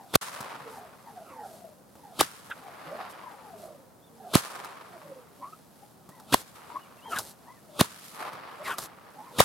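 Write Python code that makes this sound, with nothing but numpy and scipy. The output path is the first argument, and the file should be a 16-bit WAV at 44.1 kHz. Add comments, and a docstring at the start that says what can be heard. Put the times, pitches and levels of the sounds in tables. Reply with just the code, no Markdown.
"""A long whip cracks six times in a meadow at the edge of a wood, a few metres from the microphone.
Before each crack the tip rushes up to the speed of sound and throws a shock; on every swing the thong
sheds whistling vortices. The grass scatters each crack at once and the trees send it back late and dull,
from far off for the first three and from close by for the rest. Light snaps and patches of hiss come and
go over rustling stalks and light wind. The level dips briefly just after the first crack."""
import sys
import numpy as np
from scipy import signal
from scipy.fft import rfft, irfft
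from scipy.io import wavfile
from scipy.ndimage import uniform_filter1d, map_coordinates

SR = 44100
rng = np.random.default_rng(int(sys.argv[2]) if len(sys.argv) > 2 else 0)


def generate_wav(signal):
    """Clip the signal to [-1, 1] and save it as 16-bit WAV at the path in sys.argv[1]."""
    frames = np.transpose(np.atleast_2d(signal))
    scaled = np.clip(frames, -1, 1) * 32767
    pcm = np.round(scaled).astype(np.int16)
    wavfile.write(sys.argv[1], SR, pcm)


N = 416304
SIDES = np.array([[.5], [-.5]])  # splits a left-minus-right difference between the channels

# The rush of the thong before a crack. Each row: frequency in Hz, level in dB.
RUN_UP_SPECTRUM = [(40, -1), (150, 4), (300, 3.5), (600, -2), (1500, -36), (2300, -11.5), (3600, -1.5),
                   (6000, -13), (11000, -9.5), (16000, -23.5)]
# The tip tearing the air; also the grit of a snap. Each row: frequency in Hz, level in dB.
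BURST_SPECTRUM = [(60, -16), (300, -5), (1200, 11), (2400, -13), (4200, 0), (6500, -4), (11000, -2),
                  (16000, -11)]
# Cracks, a few metres from the microphone. Each row: time in seconds, run-up in dB, shock in dB,
# shock length in ms, ground bounce delay in ms, bounce share, lag on the right in ms,
# left minus right in dB, nearby scatter in dB, wood echo in dB, wood delay in seconds.
CRACKS = [ (.1570, -28.5, 6.5, 0.7, 0.3, 0.34, 0.54, -4, -36.5, -43.5, 0.34),
          (2.2116, -25.5, -2.5, 0.97, 2.6, 0.23, 0.13, -1, -43.5, -45, 0.83),
          (4.3554, -26, -5, 2.8, 0.26, 0.81, 0.27, -7, -38, -43.5, .26),
          (6.3441, -24.5, 1, 1.04, 1.05, 0.48, 0.14, 2.5, -49, -52.5, 0.31),
          (7.8120, -24, -2.5, 2.71, 1.27, 0.13, 0, -2.5, -43.5, -41.5, 0.44),
          (9.4050, -22.5, 4.5, 0.89, 1.76, 0.78, 0.27, 1, -35.5, -41, .40)]


def crack(run_db, shock_db, length_ms, bounce_ms, bounce, lag_ms, pan_db, run_s=.018, burst_db=-13):
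    """A loop races down the thong, the tip tears the air, and a shock arrives with its ground bounce."""
    t = np.arange(-SR // 10, SR // 10) / SR
    gather_db = np.interp(t / run_s, [-5, -1.3, -1, -.4, 0, .5], [-43, -19.5, -2, .5, 5, -11])
    # the tip's vortex tone climbs about two octaves as it gathers speed
    scream_hz = 4500 * 2 ** (120 * np.clip(t, -run_s, 0))
    scream = undb(-3) * vortex_tone(scream_hz, width_hz=900) * (t < 0)
    rush = noise(len(t), RUN_UP_SPECTRUM, side_db=-11)
    run_up = (rush + scream) * undb(run_db + gather_db - 350 * np.maximum(t, 0))
    # equally loud in every crack: the tip always reaches the speed of sound
    burst = noise(len(t), BURST_SPECTRUM, side_db=-11.5) * undb(burst_db) * bell(t + .0016, .0025)
    arrival = t + SIDES * lag_ms / 1000
    length = length_ms / 1000
    boom = shock(arrival, length) + bounce * shock(arrival - bounce_ms / 1000, length)
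    # the air shoved aside follows as a slow, soft push
    wake = undb(shock_db - 20) * bell(t - length / 2, .0024)
    return run_up + burst + wake + undb(shock_db + SIDES * pan_db) * boom


def shock(t, length, front_s=.00008):
    """N-wave: a jump up in pressure, a straight fall below zero, a jump back."""
    fronts = (np.tanh(t / front_s) - np.tanh((t - length) / front_s)) / 2
    return (1 - 2 * np.clip(t / length, 0, 1)) * fronts


# Swings past the microphone: the thong coasts and its whistle sinks; the row at 0.669 s adds the low waist tone
# leading the swing at 0.769 s. # Each row: loudest moment in seconds, length in seconds, pitch in Hz, level in
# dB, left minus right in dB.
SWINGS = [ (0.021, 0.092, 824, -50.5, 2.5), (0.669, .11, 460, -49.5, -3), (0.769, .13, 820.5, -45.5, 0),
          (1.08, .05, 888, -47.5, 1), (1.18, 0.081, 726, -45.5, -0.5), (1.312, 0.089, 1131, -46, -2.5),
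          (1.425, .11, 799, -41, -1.5), (1.628, 0.17, 675, -53, 5), (2.06, 0.12, 842, -52, -2),
          (2.514, 0.018, 1528, -35, -1.5), (2.656, 0.14, 783, -50.5, 4), (3.0, 0.061, 798, -42.5, -2),
          (3.27, .1, 983, -46.5, 5.5), (3.479, 0.19, 802, -50, 4), (3.668, 0.13, 634, -44, -3.5),
          (4.268, 0.13, 708, -46.5, -2.5), (4.951, .1, 678, -53, -4), (5.089, .15, 552.5, -47, -2),
          (6.181, .22, 898, -58, 2), (7.065, .045, 951, -44.5, 3), (7.137, 0.04, 1305, -31.5, 1),
          (7.169, 0.017, 1602, -29, 1), (7.741, .11, 598, -52, 5), (8.619, 0.032, 586, -42.5, 0),
          (8.664, .028, 1952, -34.5, 0.5), (8.685, .024, 1124, -28.5, 2.5), (8.71, .035, 1503, -30, 1.5),
          (9.285, 0.037, 1005, -45.5, 0), (9.351, 0.078, 490, -48, .5)]


def swing(length, pitch_hz, db, pan_db):
    """Air drag slows a faster thong sooner; it also stirs the air more unevenly and its thin end sings."""
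    speed = pitch_hz / 800  # 1 for a usual swing
    return thong(length, pitch_hz, db, pan_db, glide_oct_per_s=-2.9 * speed ** 1.5,
                 width=.085 * speed ** .55, thin_db=-16.5 + 6.5 * np.log2(speed))


# Throws past the microphone: the whistle climbs. Each row: loudest moment in seconds,
# length in seconds, pitch in Hz, level in dB, left minus right in dB.
THROWS = [(2.93, .1, 600, -42.5, -2), (5.439, 0.045, 1054, -40.5, 0.5), (5.532, .014, 1250, -42, -0.5),
          (5.832, 0.026, 794, -52.5, 5), (6.719, .045, 931, -50.5, 6), (6.763, 0.021, 1054, -31.5, 3.5),
          (7.121, .028, 700, -38.5, 1.5), (7.482, .05, 948, -47.5, 2), (9.201, 0.053, 851, -44.5, -3)]


def throw(length, pitch_hz, db, pan_db):
    """The arm speeds the thong up; a shorter throw whistles more purely."""
    return thong(length, pitch_hz, db, pan_db, glide_oct_per_s=3.5,
                 width=.085 * np.sqrt(length / .05), thin_db=-25)


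def thong(length, pitch_hz, db, pan_db, glide_oct_per_s, width, thin_db):
    """The tapered thong whistles low at its thick belly and high at its thin end."""
    t = np.arange(-SR // 2, SR // 2) / SR
    rise, fall = .36 * length, .64 * length
    swell = 1 / np.cosh(1.33 * t / np.where(t < 0, rise, fall))
    swell *= undb(1.6 * walk(len(t), 45) - .3)
    hz = pitch_hz * 2 ** (glide_oct_per_s * np.clip(t, -2 * rise, 2 * fall))
    spread_hz = 1.7 * width * pitch_hz
    core = vortex_tone(hz, spread_hz)
    skirt = undb(-8) * vortex_tone(hz, 4 * spread_hz)
    thin_end = undb(thin_db) * vortex_tone(2 * hz, 5 * spread_hz)
    belly = undb(-13.5) * vortex_tone(.3 * hz, spread_hz / 2)
    waist = undb(-13) * vortex_tone(.57 * hz, .57 * spread_hz)
    # a longer, wider stroke brings the heavy part into play
    heavy = (belly + waist) * undb(3 * np.log2(length / .13))
    # the motion runs outwards, so the heavy part sounds first and for longer
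    heavy_swell = np.interp((t + .53 * length) / 1.54, t, swell)
    tone = (core + skirt + thin_end) * swell + heavy * heavy_swell
    hiss = undb(-28) * noise(len(t), GRASS_SPECTRUM, side_db=-24) * swell
    # the louder side hears the tone up to a few samples earlier
    stereo = np.array([tone, np.roll(tone, int(round(.8 * pan_db)))])
    return (stereo + hiss) * undb(db + SIDES * pan_db)


# Faint whistles of the cord at the tip. Each row: middle in seconds, length in seconds,
# top pitch in Hz, level in dB.
CORD_WHISTLES = [(4.057, 0.077, 3626, -65), (6.156, 0.15, 1980, -67), (6.822, 0.082, 2940, -59),
                 (6.858, 0.037, 2340, -64), (6.988, 0.029, 2720, -56), (7.073, .11, 3220, -53.5),
                 (7.53, 0.15, 2035, -61.5)]


def cord_whistle(length, top_hz, db):
    """The thin cord speeds up and slows down, so its pitch arches; a longer whistle sags further."""
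    position = np.linspace(-1, 1, int(length * SR))
    sag_octaves = 2.1 * length * position ** 2
    return undb(db) * np.sqrt(1 - position ** 2) * vortex_tone(top_hz * 2 ** -sag_octaves, width_hz=130)


# Light snaps, clicks and dull thuds. Each row: start in seconds, treble in dB, thud in dB.
SNAPS_AND_THUDS = [(.404, -38, -36.5), (1.953, -64, -45), (2.499, -51, -42), (4.646, -42.5, -49),
                   (6.09, -48, -42), (6.198, -49, -62), (7.161, -34, -42), (7.186, -25, -50),
                   (7.843, -39, -62), (8.331, -52, -43), (8.783, -28.5, -40)]


def snap_and_thud(treble_db, thud_db, t60=.067):
    """A gritty burst over a low thud, both dying quickly."""
    t = np.arange(SR // 3) / SR
    grit = noise(len(t), BURST_SPECTRUM, side_db=-10.5) * undb(treble_db + 3.4 * walk(len(t), 570))
    thud = noise(len(t), LOW_AIR_SPECTRUM, side_db=-22) * undb(thud_db)
    return (grit + thud) * (1 - np.exp(-t / .00034)) * undb(-60 * t / t60)


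# The colour of the grainy hiss. Each row: frequency in Hz, level in dB.
HISS_SPECTRUM = [(100, 8.5), (1000, 4.5), (2500, -7.5), (4200, 1), (6500, -1.5), (9500, 1), (13000, 0),
                 (16000, -18)]
# Short patches of hiss, some just after a crack or snap. Each row: middle in seconds,
# length in seconds, level in dB.
HISS_PATCHES = [(0.749, 0.12, -56.5), (1.524, 0.19, -58), (3.111, 0.035, -53), (3.631, 0.11, -57),
                (4.381, 0.047, -40), (6.392, 0.067, -45.5), (7.161, 0.13, -44), (7.253, 0.15, -48.5),
                (8.695, 0.11, -45), (8.824, 0.087, -41.5)]


def hiss_patch(length, db, steepness=4.5, grain_db=2):
    """Grainy hiss that swells and stops quickly."""
    t = np.arange(-SR // 4, SR // 4) / SR
    swell = np.exp(-np.abs(2 * t / length) ** steepness)
    return noise(len(t), HISS_SPECTRUM, side_db=-8.5) * swell * undb(db + grain_db * walk(len(t), 600))


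# Scatter off nearby grass and bushes; also the thong's hiss. Each row: frequency in Hz, level in dB.
GRASS_SPECTRUM = [(50, -16), (200, -21), (1200, 4.5), (2400, -4.5), (4000, -5), (6500, -7.5), (10000, -6.5),
                  (16000, -18.5)]
# The echo from the wood, its treble lost on the way. Each row: frequency in Hz, level in dB.
WOOD_SPECTRUM = [(50, -29.5), (200, -14), (500, -3.5), (1200, 2.5), (1550, -4.5), (2300, -10),
                 (3000, -14.5), (5000, -20.5), (7000, -38), (16000, -60)]
# The wood, far from the microphone and close to it. Each gives: swell in seconds, t60 in seconds,
# slap off the front trees and hiss off their leaves, both in dB against the wood echo.
FAR_WOOD, NEAR_WOOD = (.35, 2.08, -16, -20.5), (.07, 3.5, -6, -10)
NEAR_WOOD_FROM_S = 5.9


def echo(bush_db, wood_db, delay, swell_s, wood_t60, slap_db, leaf_db, grass_t60=.15, bush_t60=1.105):
    """Countless small reflections reach the microphone: grass at once, bushes after it, the wood late."""
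    t = np.arange(2 * SR) / SR
    grass = undb(bush_db + 13 - 60 * t / grass_t60) * noise(len(t), GRASS_SPECTRUM, side_db=1.3)
    bushes = undb(bush_db - 60 * t / bush_t60) * noise(len(t), GRASS_SPECTRUM, side_db=-2)
    bushes *= 1 - np.exp(-t / .016)
    swell = np.exp(-(np.minimum(t - delay, 0) / swell_s) ** 2 / 2)
    decay = undb(-60 * np.maximum(t - delay, 0) / wood_t60)
    slap = undb(slap_db) * bell(t - delay + .068 / 3, .068)
    wood = (swell * decay + slap) * (1 - np.exp(-t / .06)) * noise(len(t), WOOD_SPECTRUM, side_db=-5)
    # the nearest leaves answer a little earlier and keep the treble
    leaves = undb(leaf_db) * bell(t / delay - .73, .44) * noise(len(t), RUSTLE_SPECTRUM, side_db=-1.5)
    # single trunks and crowns stand out of the wash
    trunks = undb(1.5 * walk(len(t), 50) + 1.9 * walk(len(t), 450) - .5)
    return (grass + bushes + undb(wood_db) * (wood + leaves)) * trunks


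# Stalks, leaves and cloth around the microphone. Each row: frequency in Hz, level in dB.
RUSTLE_SPECTRUM = [(300, -1), (1500, 4.5), (4500, 6.5), (7000, 3), (12000, 7.5), (16000, -10)]


def rustle(stalks_db=-72, cloth_db=-66, cloth_s=.12, grain_db=2):
    """Dry stalks rustle steadily in fine grains, and cloth joins in with each stroke of the arm."""
    t = np.arange(N) / SR
    arm_motion = np.tanh(sum(bell(t - s, cloth_s) for s, *_ in SWINGS + THROWS))
    level = undb(stalks_db) + undb(cloth_db) * arm_motion
    return noise(N, RUSTLE_SPECTRUM, side_db=-5.5) * level * undb(grain_db * walk(N, 800))


# Wind over the meadow; also the colour of the thuds. Each row: frequency in Hz, level in dB.
LOW_AIR_SPECTRUM = [(20, -21), (50, -6.5), (100, -2), (190, 1), (330, -6), (800, -7), (1400, -15.5),
                    (2500, -30), (8000, -27)]


def wind(db=-57):
    """Light wind murmurs low and steady."""
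    return noise(N, LOW_AIR_SPECTRUM, side_db=-4) * undb(db)


def vortex_tone(hz, width_hz):
    """Vortices leave a cord at a rate set by its speed; the tone is as wide as the flow is uneven."""
    phase = 2 * np.pi * np.cumsum(hz) / SR
    return walk(len(hz), width_hz) * np.cos(phase) + walk(len(hz), width_hz) * np.sin(phase)


def noise(size, spectrum, side_db):
    """Stereo noise, coloured without changing its power; side_db sets how much the channels differ."""
    mid, side = rng.standard_normal((2, size))
    white = mid + undb(side_db) * side * np.array([[1], [-1]])
    hz, db = np.transpose(spectrum)
    gain = undb(np.interp(np.log(np.fft.rfftfreq(size, 1 / SR) + 1), np.log(hz), db))
    return irfft(rfft(white) * gain / np.sqrt(np.mean(gain ** 2)), size)


def walk(size, rate_hz):
    """A smooth random curve with a spread near 1."""
    steps = np.arange(size) * rate_hz / SR
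    return 1.1 * map_coordinates(rng.standard_normal(2 ** 13), [steps % 2 ** 13], order=3, mode="wrap")


def bell(x, width):
    """A Gaussian bump around zero."""
    return np.exp(-(x / width) ** 2)


def undb(db):
    """Decibels to gain."""
    return 10 ** (np.asarray(db) / 20)


def add(out, start, sound):
    """Mix a sound in from a start in seconds."""
    offset = int(round(start * SR))
    first, last = max(offset, 0), min(offset + sound.shape[-1], N)
    if last > first:
        out[:, first:last] += sound[..., first - offset:last - offset]


def scene():
    """The whip over the meadow; sounds centred on their time start half their span early."""
    out = rustle() + wind()
    for s, *stroke, bush_db, wood_db, delay in CRACKS:
        wood = FAR_WOOD if s < NEAR_WOOD_FROM_S else NEAR_WOOD
        add(out, s - .1, crack(*stroke))
        add(out, s, echo(bush_db, wood_db, delay, *wood))
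    for s, *stroke in SWINGS:
        add(out, s - .5, swing(*stroke))
    for s, *stroke in THROWS:
        add(out, s - .5, throw(*stroke))
    for s, length, top_hz, db in CORD_WHISTLES:
        add(out, s - length / 2, cord_whistle(length, top_hz, db))
    for s, length, db in HISS_PATCHES:
        add(out, s - .25, hiss_patch(length, db))
    for s, treble_db, thud_db in SNAPS_AND_THUDS:
        add(out, s, snap_and_thud(treble_db, thud_db))
    return out


def record(dry, low_cut_hz=95, top_hz=15900, ceiling=.92, dip_from_s=.161, dip_to_s=.213):
    """The level dips briefly once; the microphone thins the bass, rounds the peaks and cuts the top."""
    t = np.arange(N) / SR
    dip = np.where((t > dip_from_s) & (t < dip_to_s), undb(-38), 1.)
    dipped = dry * uniform_filter1d(dip, SR // 250)
    thinned = signal.sosfilt(signal.butter(2, low_cut_hz, "high", fs=SR, output="sos"), dipped)
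    rounded = ceiling * np.tanh(thinned / ceiling)
    return signal.sosfilt(signal.ellip(8, .2, 70, top_hz, fs=SR, output="sos"), rounded)


dry = scene()
out = record(dry)
generate_wav(out)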